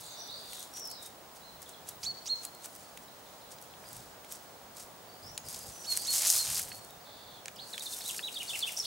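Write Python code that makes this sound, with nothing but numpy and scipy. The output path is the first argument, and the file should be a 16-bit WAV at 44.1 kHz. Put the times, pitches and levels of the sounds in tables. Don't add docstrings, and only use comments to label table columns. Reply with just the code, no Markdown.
import sys
import numpy as np
from scipy import signal
from scipy.fft import rfft, irfft, next_fast_len
from scipy.io import wavfile
from scipy.ndimage import uniform_filter1d

SR = 44100
rng = np.random.default_rng(int(sys.argv[2]) if len(sys.argv) > 2 else 0)


def amplitude_ratio(level_db):
    exponent = np.asarray(level_db, float) / 20
    return 10 ** exponent


def master_out(mix):
    frames = np.transpose(np.atleast_2d(mix))
    ceiling = np.clip(frames, -1, 1)
    pcm = np.round(ceiling * 32767).astype(np.int16)
    wavfile.write(sys.argv[1], SR, pcm)


N = 390718
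T = np.arange(N) / SR
LEFT_RIGHT = np.array([[1], [-1]])


def level(x, db):
    return x * amplitude_ratio(db) / np.sqrt(np.mean(x ** 2))


def colour(x, *tables):
    size = next_fast_len(N)
    octave = np.log(np.arange(size // 2 + 1) * SR / size + 1)
    db = 0
    for table in tables:
        hz, table_db = np.array(table).T
        db = db + np.interp(octave, np.log(hz), table_db)
    return irfft(rfft(x, size) * amplitude_ratio(db), size)[..., :N]


def band(x, lo_hz, hi_hz, order=2):
    sos = signal.butter(order, [lo_hz, min(hi_hz, .45 * SR)], "band", fs=SR, output="sos")
    return signal.sosfilt(sos, x)


def walk(rate):
    hold = int(SR / rate)
    steps = np.repeat(rng.standard_normal(N // hold + 1), hold)
    return 1.3 * uniform_filter1d(uniform_filter1d(steps, hold), hold)[:N]


def pan(x, db):
    return x * amplitude_ratio(LEFT_RIGHT * db / 2)


def add(out, s, x):
    i = int(s * SR)
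    out[..., i:i + x.shape[-1]] += x[..., :N - i]


def swells(rows, still_db):
    t = T[::64]
    power = amplitude_ratio(2 * still_db)
    for s, db, rise, fall in rows:
        slope = np.where(t < s, (s - t) / rise, (t - s) / fall)
        power = power + amplitude_ratio(2 * (db - 20 * slope))
    return np.interp(T, t, 10 * np.log10(power))


def garden(x, t60, wet_db, patchy_db):
    t = np.arange(SR) / SR
    walls = np.repeat(amplitude_ratio(patchy_db * rng.standard_normal(SR // 300 + 1)), 300)[:SR]
    fade = amplitude_ratio(-60 * t / t60) * np.clip(t / 0.0067, 0, 1)
    tail = rng.standard_normal((2, SR)) * walls * fade
    tail = tail / np.sqrt(np.sum(tail ** 2) / 2)
    return amplitude_ratio(wet_db) * signal.fftconvolve(x[None], tail, axes=1)[:, :N]


def town():
    # (pitch [Hz], level [dB])
    hum_colour = [(15, -48), (25, -21), (147, -6.5), (273, -6.5), (304, -8), (456, -5), (739, -2.5),
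                  (2610, -18.5), (2910, -17), (3910, -17), (14200, -23), (15400, -23.5)]
    mid, side = colour(rng.standard_normal((2, N)), hum_colour)
    hum = level(mid + 0.96 * side * LEFT_RIGHT, -50.8)
    return pan(hum * amplitude_ratio(0.2 * walk(1.15)), -1.1)


def whine():
    tone_hz, tone_db, skirt_db = 15625, -60.5, -70.5
    skirt = level(band(rng.standard_normal(N), tone_hz - 120, tone_hz + 120), skirt_db)
    return amplitude_ratio(tone_db) * np.sin(2 * np.pi * tone_hz * T) + skirt * amplitude_ratio(4.0 * walk(50))


def leaves():
    # (time [s], peak level [dB], time to climb 20 dB [s], time to sink 20 dB [s])
    scrapes = [(0.0, -52.5, .1, 0.5), (.55, -48.5, .26, 0.27), (2.3, -59, 0, .5), (2.75, -56.5, 0.2, .4),
               (3.3, -63.5, .2, .3), (3.975, -51, 0.26, 0.17), (4.35, -51, .1, 0.14), (4.8, -49, .05, 0.1),
               (5.284, -58.5, 0.2, .1), (5.492, -46, 0.03, 0.55), (5.76, -57, 0.5, .15),
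               (5.925, -37, .06, .08), (6.14, -34, 0.06, 0.33), (6.272, -31.5, 0.3455, 0.315),
               (6.38, -34.5, 0.4, 0.21), (6.575, -36.5, 0.595, 0.16), (6.74, -53, .12, .22),
               (7.71, -51, .1, .4), (7.84, -49, .1, .6), (7.99, -45.5, 0.32, .3),
               (8.169, -44.5, 0.45, 0.12), (8.46, -51.5, 0.5, .2), (8.592, -41, 0.33, .08),
               (8.725, -45, 0.2, .12), (8.85, -49, .2, .2)]
    # (time [s], peak level [dB])
    pecks = [(.605, -46.5), (.772, -45.5), (.862, -56), (.912, -52), (1.03, -48), (1.062, -47.5),
             (1.365, -51.5), (1.626, -52), (1.695, -51), (1.888, -43.5), (2.035, -47.5), (2.07, -53),
             (2.262, -51), (2.441, -45), (2.646, -43.5), (3.03, -58), (3.52, -51), (3.64, -57),
             (4.32, -46.5), (4.772, -49), (5.466, -51), (5.545, -47.5), (5.97, -38), (7.835, -43),
             (7.925, -43.5), (8.085, -40.5), (8.33, -49.5), (8.39, -52), (8.5, -43), (8.665, -47),
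             (8.785, -40.5)]
    # (pitch [Hz], level [dB])
    leaf_colour = [(350, -46), (600, -11), (661, -8.5), (869, -11.5), (2310, -9.5), (4980, -3), (8860, -1),
                   (13400, -8), (16000, -16)]
    peck_rise_s, peck_fall_s, still_db = 0.031, 0.049, -71.5
    db = swells(scrapes + [(s, d, peck_rise_s, peck_fall_s) for s, d in pecks], still_db)
    rate = 900 * amplitude_ratio(.5 * (db + 46.5)) + 700
    mid, side = 0, 0
    for lo_hz, hi_hz, depth in ((4500, 15900, 0.01), (496, 4500, 0.0), (3960, 9800, 0.0), (8000, 22000, 0.018)):
        size_db = np.minimum(3.5 * rng.exponential(size=N), 10)
        cracks = (rng.random(N) < rate / SR) * amplitude_ratio(size_db) / np.sqrt(rate)
        fading = signal.lfilter([1], [1, -np.exp(-1 / (.0006 * SR))], cracks)
        burst = fading * rng.standard_normal(N)
        grains = band(burst, lo_hz, hi_hz) * amplitude_ratio(depth * (db + 23) + 1.8 * walk(30))
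        mid = mid + grains
        side = side + grains * walk(450)
    both = colour(mid + 0.21 * side * LEFT_RIGHT, leaf_colour)
    return amplitude_ratio(db + 0.93) * pan(both, 0.26) / np.std(both)


def wheezes(table, tilt_db, pulse_db):
    swing_rate_hz = 78
    out, flutter, waver = np.zeros(N), walk(59.55), walk(400)
    for s, length, lo_hz, hi_hz, sink_hz, db in table:
        u = np.linspace(0, 1, int(length * SR))
        rate = swing_rate_hz * (1 + .025 * flutter[:len(u)])
        swing = .5 - .5 * np.cos(2 * np.pi * np.cumsum(rate) / SR)
        width_hz = (hi_hz - lo_hz) * (1 - .6 * u ** 4 - .25 * (1 - u) ** 3)
        floor_hz = lo_hz + 60 * flutter[-len(u):] + 70 * waver[:len(u)] - sink_hz * u ** 4
        pitch = floor_hz + swing * width_hz
        loudness = amplitude_ratio(tilt_db * swing - pulse_db * swing * (1 - swing))
        buzz = np.sin(2 * np.pi * np.cumsum(pitch) / SR) * loudness
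        ends = np.clip(u / 0.058 + 0.31, 0, 1) * np.clip((1 - u) / 0.15, 0, 1)
        add(out, s, level(buzz, db) * ends)
    return out


def far_wheeze():
    # (time [s], length [s], lower pitch [Hz], upper pitch [Hz], sink [Hz], level [dB])
    blurred_calls = [
        (0.0, .655, 3560, 4900, 404, -52.5),
    ]
    return wheezes(blurred_calls, 0.5, 3)


def whistles(paths, rough_db, waver_hz, hoarse=()):
    throat_hz, throat_width_hz, rise_db = 6500, 2500, -44
    out, waver = np.zeros(N), waver_hz * walk(300)
    for path in paths:
        s, hz, db = np.array(path).T
        t = np.arange(s[0], s[-1], 1 / SR)
        smooth_hz = uniform_filter1d(np.interp(t, s, hz), size=90)
        pitch = smooth_hz + np.resize(waver[int(s[0] * SR):], len(t))
        phase = 2 * np.pi * np.cumsum(pitch) / SR
        tone = np.sin(phase) + amplitude_ratio(-40) * np.sin(2 * phase)
        tone = tone * amplitude_ratio(np.interp(t, s, db) + 3)
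        if hoarse and hz[2] > 1.5 * hz[0]:
            rasp = 1 + .6 * rng.standard_normal(len(t) // 12 + 1).repeat(12)[:len(t)]
            u = (t - s[0] + .011) / (s[2] - s[0])
            for k, d, share in hoarse:
                throat_db = -12 * ((k * pitch - throat_hz) / throat_width_hz) ** 2 / k
                loudness = amplitude_ratio(rise_db + .45 * (db[2] + 34) + d + throat_db)
                hump = np.sin(np.pi * np.clip(u / share, 0, 1)) ** 2
                tone += loudness * np.sin(k * phase) * hump * rasp
        edge = np.clip(np.minimum(t - s[0], s[-1] - t) / .0015, 0, 1)
        add(out, s[0], edge * tone)
    return out * amplitude_ratio(rough_db * walk(250))


def glides(table, lift_db):
    midway = .64
    return [[(s, a_hz, db), (s + length / 2, a_hz + midway * (b_hz - a_hz), db + lift_db), (s + length, b_hz, db)]
            for s, length, a_hz, b_hz, db in table]


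def sing(syllable, times):
    return [[(s + tempo * at, factor * hz, db + d) for at, hz, d in syllable] for s, factor, tempo, db in times]


def far_twitter():
    # (time [s], length [s], start pitch [Hz], end
    # pitch [Hz], level [dB])
    twitter = [(.062, 0.045, 7750, 6450, -55), (.105, .025, 6450, 6400, -53), (.158, .022, 4950, 5700, -52),
               (.176, .055, 5750, 5950, -49), (.285, .06, 3550, 4600, -48), (.345, .045, 4550, 4700, -51),
               (.775, .03, 5900, 5900, -51), (.835, .04, 5330, 5280, -46), (.73, 0.077, 5590, 5680, -48.5),
               (.803, 0.035, 5850, 5300, -47), (.895, .02, 4100, 4540, -51), (.92, .022, 4300, 5100, -50),
               (.945, .045, 4300, 3800, -55), (.99, .055, 3800, 3680, -56), (.905, .02, 5300, 3700, -57),
               (1.415, 0.087, 3975, 4100, -59), (2.6, .035, 3625, 4500, -66), (2.84, .029, 4300, 4680, -64),
               (3.08, .012, 3600, 4350, -61), (3.85, .015, 4500, 5150, -58), (5.08, .09, 4660, 4600, -62),
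               (5.228, .075, 4880, 5700, -51.5), (5.345, .021, 7300, 6750, -56),
               (5.385, .02, 7500, 6250, -54), (5.44, .042, 5200, 4800, -54),
               (5.592, 0.026, 5340, 4800, -50), (5.71, .06, 6080, 6000, -53), (5.77, .075, 6000, 5650, -54),
               (5.95, .085, 4610, 4700, -47.5), (6.9, .015, 3600, 3800, -62), (7.0, .013, 4200, 5000, -63),
               (7.52, .013, 5650, 6260, -59)]
    # (time into the call [s], pitch [Hz], level [dB])
    tsip = [(0, 4230, -3), (.01, 3880, 0), (.021, 3300, -3)]
    # (time [s], level [dB])
    tsip_times = [(1.56, -59), (1.65, -58.7), (1.73, -58), (1.905, -63), (3.255, -64), (3.325, -63.5),
                  (3.41, -62), (3.45, -62), (3.7, -63)]
    calls = sing(tsip, [(s, 1, 1, db + 1.5) for s, db in tsip_times])
    return whistles(glides(twitter, -.5) + calls, 3.5, 90)


def hits(table, t60, wide):
    out, t = np.zeros((2, N)), np.arange(1400) / SR
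    patter = amplitude_ratio(-20) * amplitude_ratio(-60 * t / .04)
    shape = np.clip(t / .0004, 0, 1) * (amplitude_ratio(-60 * t / t60) + patter)
    for s, db, hz, *pan_db in table:
        noise = rng.standard_normal(len(t))
        ring = band(noise * shape, hz / wide, hz * wide)
        ring = amplitude_ratio(db - 0.15) * ring / abs(ring).max()
        add(out, s - .0006, pan(ring, sum(pan_db)))
    return out


def snaps():
    # (time [s], peak level [dB], ring pitch [Hz])
    cracking_leaves = [(0.5328, -32, 11000), (0.628, -30, 7000), (0.7975, -31, 8620), (0.8741, -30, 10300),
                       (1.6198, -30, 10600), (1.6928, -34, 7600), (1.8898, -25, 9900),
                       (2.4514, -21.5, 9000), (2.6587, -27, 9400), (3.6152, -35, 11300),
                       (3.9303, -33, 9700), (3.9665, -33, 7600), (4.3234, -25, 10700), (5.3777, -19, 6900),
                       (5.4864, -25, 7800), (5.5452, -28, 8100), (5.9672, -20, 7900), (5.9737, -12.5, 8050),
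                       (6.1056, -24, 10400), (6.3018, -7, 8000), (6.5954, -19, 9000), (6.6871, -31, 10100),
                       (7.4582, -26, 6150), (7.4822, -26.5, 6000), (7.7801, -30, 7830), (7.7958, -29, 7100),
                       (7.8233, -27, 8200), (8.1104, -23, 8900), (8.1817, -27.5, 7700), (8.431, -25, 9000)]
    # (time [s], peak
    # level [dB])
    ticks = [(.0109, -33.5), (.2751, -39), (.5953, -31.5), (.7383, -37), (.8544, -34), (.902, -34),
             (.9138, -30.5), (1.0628, -35), (1.6279, -35), (2.5495, -37.5), (2.7518, -35), (2.7617, -37),
             (2.9746, -33.5), (3.625, -34.5), (3.8886, -35.5), (4.2481, -37), (4.7694, -35), (5.5279, -27),
             (5.669, -34), (5.9378, -29), (6.0203, -26.5), (6.6286, -25), (6.6351, -26), (6.8478, -35),
             (6.9072, -37), (7.5609, -38.5), (8.0084, -33), (8.5927, -25), (8.6907, -32), (8.7213, -29),
             (5.4541, -41), (5.4646, -37), (5.508, -34), (5.5913, -32), (5.6307, -36), (5.9041, -29),
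               (5.918, -28), (5.9565, -29), (6.0732, -26), (6.0986, -25), (6.1296, -20), (6.1366, -18),
               (6.155, -17), (6.161, -18), (6.1824, -19), (6.2209, -17), (6.2548, -17), (6.2707, -11),
               (6.3077, -18), (6.3261, -17), (6.3441, -18), (6.3625, -17), (6.379, -18), (6.4763, -22),
               (6.5002, -23), (6.5282, -24), (6.5456, -23), (6.5761, -23), (6.58, -22), (6.6175, -26),
               (6.6928, -36), (6.7546, -35), (6.7601, -39), (6.7821, -36), (7.9459, -31), (7.9674, -31),
               (7.9883, -28), (8.0402, -31), (8.0617, -30), (8.0796, -25), (8.0911, -26), (8.1171, -30),
               (8.145, -31), (8.1684, -29), (8.3425, -37), (8.352, -40), (8.3904, -36), (8.4368, -34),
               (8.573, -30), (8.6069, -33), (8.6748, -35), (8.6788, -32), (8.7242, -32), (8.7307, -33),
               (8.7396, -35), (8.7446, -35)]
    # (time [s], peak level [dB], ring pitch [Hz], left minus right [dB])
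    knocks = [(0.5317, -36.5, 2750, -5), (1.8694, -47, 2190, -4), (2.658, -44, 1530, -1),
              (2.9741, -39, 2540, -4), (3.585, -42.5, 4500, 0), (3.738, -43.5, 2700, 2),
              (3.839, -45, 1760, -1.0), (4.2453, -42.5, 2820, -1.0), (5.377, -31.5, 2750, 0),
              (5.973, -35, 2060, -4), (6.5944, -32.5, 2010, 0), (6.7166, -35, 2290, -2.5),
              (7.4574, -36, 2230, -3.5), (7.4822, -32.5, 2240, -6), (7.7428, -37, 2250, 2),
              (7.7793, -28, 2950, -8), (8.0077, -38, 2280, -4), (8.1449, -38, 2410, -7),
              (8.1927, -26.5, 2240, 3)]
    tick_hz = 8900
    small = [(s, d, tick_hz) for s, d in ticks]
    return hits(cracking_leaves + small, 0.0091, 1.54) + hits(knocks, .02, 1.4)


def wind():
    # (time [s], peak level [dB])
    puffs = [(1.52, -62), (1.862, -58), (2.043, -55.5), (3.955, -53), (5.29, -52.5), (5.47, -52),
             (5.68, -51.5), (6.026, -52.5), (6.25, -57), (6.515, -47.5), (6.65, -53), (7.256, -62)]
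    rise_s, fall_s, calm_db = .15, 0.24, -67
    mid, side = band(rng.standard_normal((2, N)), 53, 172) * amplitude_ratio(2.1 * walk(22))
    strength = amplitude_ratio(swells([(s, d, rise_s, fall_s) for s, d in puffs], calm_db))
    return strength * level(mid + .7 * side * LEFT_RIGHT, -1.7)


def near_chirps():
    # (time [s], pitch [Hz], level [dB])
    chirp_paths = [
        [(2.029, 1800, -64), (2.054, 3500, -49), (2.067, 4320, -33), (2.082, 4526, -36), (2.114, 4314, -38),
         (2.119, 4310, -50)],
        [(2.256, 1800, -67), (2.283, 3350, -51), (2.299, 4240, -36), (2.307, 4290, -31), (2.338, 4215, -30),
         (2.35, 4215, -44)],
        [(5.843, 2300, -63), (5.857, 3200, -55), (5.871, 4300, -46), (5.881, 4464, -42), (5.896, 4328, -36),
         (5.926, 4259, -31), (5.934, 4250, -44)],
        [(6.048, 2400, -62), (6.064, 3300, -52), (6.079, 4250, -37), (6.09, 4345, -32), (6.12, 4300, -32),
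         (6.128, 4290, -44)],
        [(6.384, 4330, -44), (6.392, 4325, -34), (6.42, 4220, -34), (6.44, 4160, -44)],
        [(6.703, 4450, -58), (6.722, 4400, -46), (6.74, 4380, -54), (6.752, 4330, -62), (6.765, 4420, -55),
         (6.8, 4440, -62)],
    ]
    # (multiple of the pitch [ratio], level [dB], share of the rise [ratio])
    rasp_tones = [(1.5, 1.5, 1), (2.02, 7, 1.4), (2.5, 2, 0.85), (3.02, -1, .75)]
    return whistles(chirp_paths, 1.1, 26, rasp_tones)


def far_car():
    # (time [s], peak level [dB], time to climb 20 dB [s], time to sink 20 dB [s])
    car_pass = [
        (5.2, -60.5, 6.5, 9),
    ]
    mid, side = band(rng.standard_normal((2, N)), 420, 800)
    return amplitude_ratio(swells(car_pass, -90)) * level(mid + 0.83 * side * LEFT_RIGHT, 0)


def late_wheezes():
    # (time [s], length [s], lower pitch [Hz], upper pitch [Hz], sink [Hz], level [dB])
    clear_calls = [
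        (7.044, .385, 3480, 4820, 200, -57.5),
        (7.608, .044, 4300, 5100, 100, -50),
    ]
    return wheezes(clear_calls, -3, 11)


def near_song():
    # (time into the syllable [s], pitch [Hz], level [dB])
    drop = [(0, 4300, -8), (.004, 4380, 0), (.01, 3780, 0), (.014, 3500, 1), (.021, 3560, -6)]
    arch = [(0, 3200, -7), (.006, 3650, -2), (.015, 3900, 0), (.034, 3930, -4), (.046, 3750, -1),
            (.053, 3350, -1), (.059, 2800, 3), (.066, 2300, -9)]
    tumble = [(0, 3600, -9), (.005, 4300, -4), (.014, 4620, -5), (.017, 3900, -7), (.021, 3600, 2),
              (.028, 3570, 1), (.035, 2950, 2), (.041, 3660, -1), (.05, 3660, -9)]
    hook = [(0, 2500, -8), (.004, 2700, -2), (.011, 2860, 0), (.016, 3060, -1), (.021, 2750, -1),
            (.025, 2400, -5), (.03, 1950, -14)]
    # (time [s], pitch factor [ratio], tempo factor [ratio], level [dB])
    drop_times = [
        (7.561, 1.3, .7, -51),
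        (7.728, .99, 1., -41.5),
        (7.795, 1.05, 1.1, -45),
        (7.856, 1.01, 1, -42.5),
        (7.921, 1.01, 1.05, -41.5),
        (8.82, 1, 1.2, -48),
    ]
    arch_times = [
        (8.048, 1.01, .92, -41),
        (8.226, 1., 1., -38.5),
    ]
    tumble_times = [
        (8.338, 1.03, 1.03, -40),
        (8.474, .99, 0.98, -38),
        (8.605, .99, 1.03, -37),
    ]
    hook_times = [
        (8.399, 1.03, .98, -39),
        (8.531, .99, 1.05, -38),
        (8.67, .97, .95, -37),
    ]
    # (time [s], length [s], start pitch [Hz], end pitch [Hz], level [dB])
    flourishes = [(7.557, .012, 3500, 2800, -57), (7.582, .007, 4200, 2900, -49),
                  (8.002, .008, 5800, 4800, -46), (8.01, .008, 4800, 3300, -44),
                  (8.018, .005, 3400, 4700, -51), (8.023, .012, 4700, 4200, -52),
                  (8.174, .016, 5700, 4000, -47), (7.588, 0.017, 2870, 4400, -47),
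                  (7.605, 0.044, 4430, 4240, -56), (8.765, .006, 4700, 6300, -40),
                  (8.771, .0067, 4600, 6500, -34), (8.778, .0053, 5475, 6100, -37),
                  (8.79, .0047, 6680, 5400, -33), (8.797, .0094, 5970, 5050, -33.5),
                  (8.843, .0096, 3400, 5100, -45), (8.85, 0.01, 2700, 5000, -38)]
    verse = sing(drop, drop_times) + sing(arch, arch_times)
    verse += sing(tumble, tumble_times) + sing(hook, hook_times)
    return whistles(verse + glides(flourishes, 2.5), 2.4, 50)


def birds():
    blur, far = far_wheeze(), far_twitter()
    chirps, buzz, song = near_chirps(), late_wheezes(), near_song()
    echoes = garden(chirps, .52, -7.5, 1.5) * amplitude_ratio(3.5 * walk(70))
    echoes = echoes + garden(song, .4, -3.5, 3.)
    echoes = echoes + garden(far + .8 * buzz + 1.3 * blur, .45, -.5, 3.)
    distant = 0.75 * far + 0.9 * buzz + .45 * blur
    return pan(chirps, -3.0) + pan(.9 * song, -1.6) + pan(distant, -1.3) + echoes


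def scene():
    litter = leaves() + snaps()
    litter_echo = garden(litter.mean(axis=0), 0.22, -15, 1.4)
    return litter + litter_echo + birds() + town() + wind() + whine() + far_car()


def band_limit(x):
    return signal.sosfilt(signal.butter(12, 16500, fs=SR, output="sos"), x)


def record(dry):
    # (pitch [Hz], level [dB])
    port_width = [(60, -14), (200, -9.5), (700, -6.5), (1500, -1), (4000, -0.5), (8000, -1.5),
                  (15000, -19.5)]
    side = colour((dry[0] - dry[1]) / 2, port_width)
    narrowed = dry.mean(axis=0) + side * LEFT_RIGHT
    top_cut = signal.ellip(12, .2, 70, 15900, fs=SR, output="sos")
    return band_limit(signal.sosfilt(top_cut, narrowed))


dry = scene()
out = record(dry)
master_out(out)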